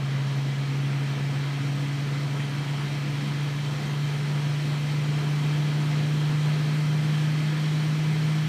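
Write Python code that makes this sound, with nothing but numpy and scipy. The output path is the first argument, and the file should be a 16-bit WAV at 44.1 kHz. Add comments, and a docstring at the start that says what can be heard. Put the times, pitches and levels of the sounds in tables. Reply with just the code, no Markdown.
"""A small hard room: a benchtop centrifuge gathers speed close to the microphone.
Four buckets sweep the bowl, so a clean sine sounds at four times the shaft speed, with a weak octave.
The air they churn is noise that swells with speed and roars through the resonances of bowl, case and room.
A faint rustle in the case is one short burst of band-passed noise; steady sines hum underneath."""
import sys
import numpy as np
from scipy import signal
from scipy.fft import rfft, irfft
from scipy.io import wavfile
from scipy.ndimage import uniform_filter1d

SR = 44100
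rng = np.random.default_rng(int(sys.argv[2]) if len(sys.argv) > 2 else 0)


def file_out(sig):
    """Save sig as 16-bit WAV at sys.argv[1]."""
    # one column per channel
    cols = np.atleast_2d(sig).T
    # limit, then scale
    lim = np.clip(cols, -1, 1)
    pcm = np.round(lim * 32767).astype(np.int16)
    wavfile.write(sys.argv[1], SR, pcm)


N = 373968

START_HZ, GAIN_HZ_PER_S = 137.4, 2.0  # bucket passes a second, rising evenly


def gain_of(db):
    """Decibels to an amplitude factor."""
    return 10 ** (np.asarray(db) / 20)


def evened(x):
    """Scales a signal to rms 1."""
    return x / np.sqrt(np.mean(x ** 2) + 1e-20)


def read(points, hz):
    """Interpolates a curve of (frequency, value) points on a log-frequency axis."""
    point_hz, value = np.transpose(points)
    return np.interp(np.log(hz + 1), np.log(point_hz + 1), value)


def resonance_db(modes, hz):
    """Sums flat-topped lifts and dips; each falls to half its decibels at the edges of its width."""
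    return sum(db / (1 + (2 * (hz - centre) / width) ** 4) for centre, width, db in modes)


def drift(t, top_hz):
    """Slow random wander of rms 1: sines of random phase, the slower ones stronger."""
    rates_hz = top_hz * np.geomspace(.1, 1, 20)
    return evened(sum(np.sin(2 * np.pi * (f * t + rng.random())) / np.sqrt(f) for f in rates_hz))


def buckets():
    """The pressure wave of the passing buckets and its octave, gliding up and wavering a little."""
    tone_db, octave_db = -27.0, -43.6  # rms levels ahead of the room and the wavering
    t = np.arange(N) / SR
    hz = START_HZ + GAIN_HZ_PER_S * t
    phase = 2 * np.pi * (START_HZ * t + GAIN_HZ_PER_S * t ** 2 / 2)  # integral of the rising pitch

    tone_level_db = tone_db + standing_db(hz) + 0.35 * drift(t, top_hz=8.0)
    tone = gain_of(tone_level_db) * np.sin(phase)

    octave_level_db = octave_db + standing_db(2 * hz) + 1.4 * drift(t, top_hz=6.0)
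    octave = gain_of(octave_level_db) * np.sin(2 * phase + 2 * np.pi * rng.random())
    return np.sqrt(2) * (tone + octave)  # a sine of rms 1 peaks at root two


def standing_db(hz):
    """Lift or loss that the standing waves of the room give a tone at hz."""
    # standing waves that the tone and octave climb through: (centre [Hz], width [Hz], lift [dB])
    standing_waves = [(138.7, 1.0, 1.0), (143.6, 4.1, -1.8), (151.6, 8.3, 3.1), (273.7, 7.4, -10),
                      (292.3, 5.3, -11), (301.4, 2.1, -11), (304.4, 2.5, -5)]
    return resonance_db(standing_waves, hz)


def air():
    """Turbulent noise that swells with speed, in soft patches, then rings the fixed resonances."""
    return colour_air(churn_air())


def churn_air():
    """White noise shaped in time and frequency: faster buckets churn the air harder."""
    # how much louder the air gets for a tenth more speed: (frequency [Hz], growth [dB])
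    growth = [(60, 1), (200, 2), (700, 1), (2000, 1.5), (6000, 2.5), (14000, 3.5)]
    window, hop = 512, 128  # samples
    frames, hz = N // hop + 5, np.fft.rfftfreq(window, 1 / SR)
    t = np.arange(frames) * hop / SR
    real, imag, patches = rng.standard_normal((frames, len(hz), 3)).T

    # blur over 8 frequency bins and 30 frames
    patches = uniform_filter1d(patches, size=8, axis=0)
    patches = evened(uniform_filter1d(patches, size=30, axis=1))

    tenths = 10 * GAIN_HZ_PER_S * (t - t.mean()) / START_HZ  # speed about its middle, in tenths of the start
    tenths -= .8 * tenths ** 2  # the swell levels off at the higher speeds
    swell_db = read(growth, hz)[:, None] * tenths
    field_db = swell_db + 0.77 * patches + 0.23 * drift(t, top_hz=16.0)

    spectrum = (real + 1j * imag) * gain_of(field_db)
    churn = signal.istft(spectrum, nperseg=window, noverlap=window - hop)[1]
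    return evened(churn[:N])


def colour_air(churn):
    """Filters the churned air through its broad colour, the resonances and a fine random ripple."""
    # broad colour of the churned air: (frequency [Hz], density [dB per Hz])
    air_colour = [(35, -90), (48, -75.5), (97, -72.5), (118, -64), (200, -61), (340, -68), (560, -74.5),
                  (2300, -74.5), (4100, -78.5), (5200, -84.5), (7000, -89.5), (9100, -92.5), (10300, -100),
                  (12000, -99), (15500, -103)]
    # resonances and hollows of bowl, case and room: (centre [Hz], width [Hz], lift [dB])
    case_modes = [(70, 6, -1), (126, 19, 6), (150, 10, 5.5), (211.6, 12, 4.5), (229, 16, -4.5),
                  (248, 8.2, 1), (263.5, 9.5, 4), (324, 16.5, 5), (340, 10, -1), (416, 12.3, 6.5),
                  (436.5, 14, 4), (460, 7, -3.5), (465, 10, 4), (496.6, 13, 4), (518, 17, 2), (619, 23, 3),
                  (705, 34, 4), (980, 30, 3.5), (1295, 75, 2), (1336, 36, -2), (1705, 49, 3),
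                  (2050, 100, 3.5), (2325, 79, 2.5), (2785, 150, -2), (3146, 140, 3.5), (3580, 200, -2.5),
                  (4330, 180, 1), (4860, 220, -3), (5700, 970, 1.5), (10300, 250, 0)]
    hz = np.fft.rfftfreq(N, 1 / SR)
    lift_db = resonance_db(case_modes, hz)

    # crowded upper modes of the room roughen the colour
    ripple = uniform_filter1d(rng.standard_normal(len(hz)), size=110)
    ripple = evened(uniform_filter1d(ripple, size=110))
    lift_db += 1.2 * ripple * hz / (hz + 400) / (1 + hz / 20000)

    coloured = rfft(churn) * gain_of(read(air_colour, hz) + lift_db)
    return irfft(coloured, N) * np.sqrt(SR / 2)  # from rms 1 to density 1 per Hz


def rustle():
    """A soft burst of noise around a centre frequency, with a quick rise and an exponential decay."""
    # faint rustle in the case: (time [s], rms level ahead of rise and decay [dB], centre [Hz], t60 [s])
    rustles = [(2.395, -35.5, 2000, .15)]
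    length = 4000  # samples
    out, t = np.zeros(N), np.arange(length) / SR
    rise = 1 - np.exp(-t / .002)
    for start, db, hz, t60 in rustles:
        band = signal.butter(2, [hz * .65, hz * 1.35], "bandpass", fs=SR)
        noise = evened(signal.lfilter(*band, rng.standard_normal(length)))
        decay = gain_of(db - 60 * t / t60)
        out[round(start * SR):][:length] += noise * rise * decay
    return out


def hum():
    """Sines of fixed pitch and level, each from a random phase."""
    # steady hum of the supply and of other machines: (frequency [Hz], rms level [dB])
    hum_tones = [(45.3, -67.5), (58.8, -62.5), (103.6, -58.5), (120, -44.5)]
    t = np.arange(N) / SR
    return sum(np.sqrt(2) * gain_of(db) * np.sin(2 * np.pi * (hz * t + rng.random()))
               for hz, db in hum_tones)


def scene():
    """All sources summed at the one microphone."""
    return (buckets() + air() + rustle() + hum())[None]


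def record(dry):
    """Limits the band with a steep linear-phase low-pass."""
    edge_hz = 15230
    low_pass = signal.firwin(1023, edge_hz, window=("kaiser", 9), fs=SR)
    return signal.oaconvolve(dry, low_pass[None], "same")


dry = scene()
out = record(dry)
file_out(out)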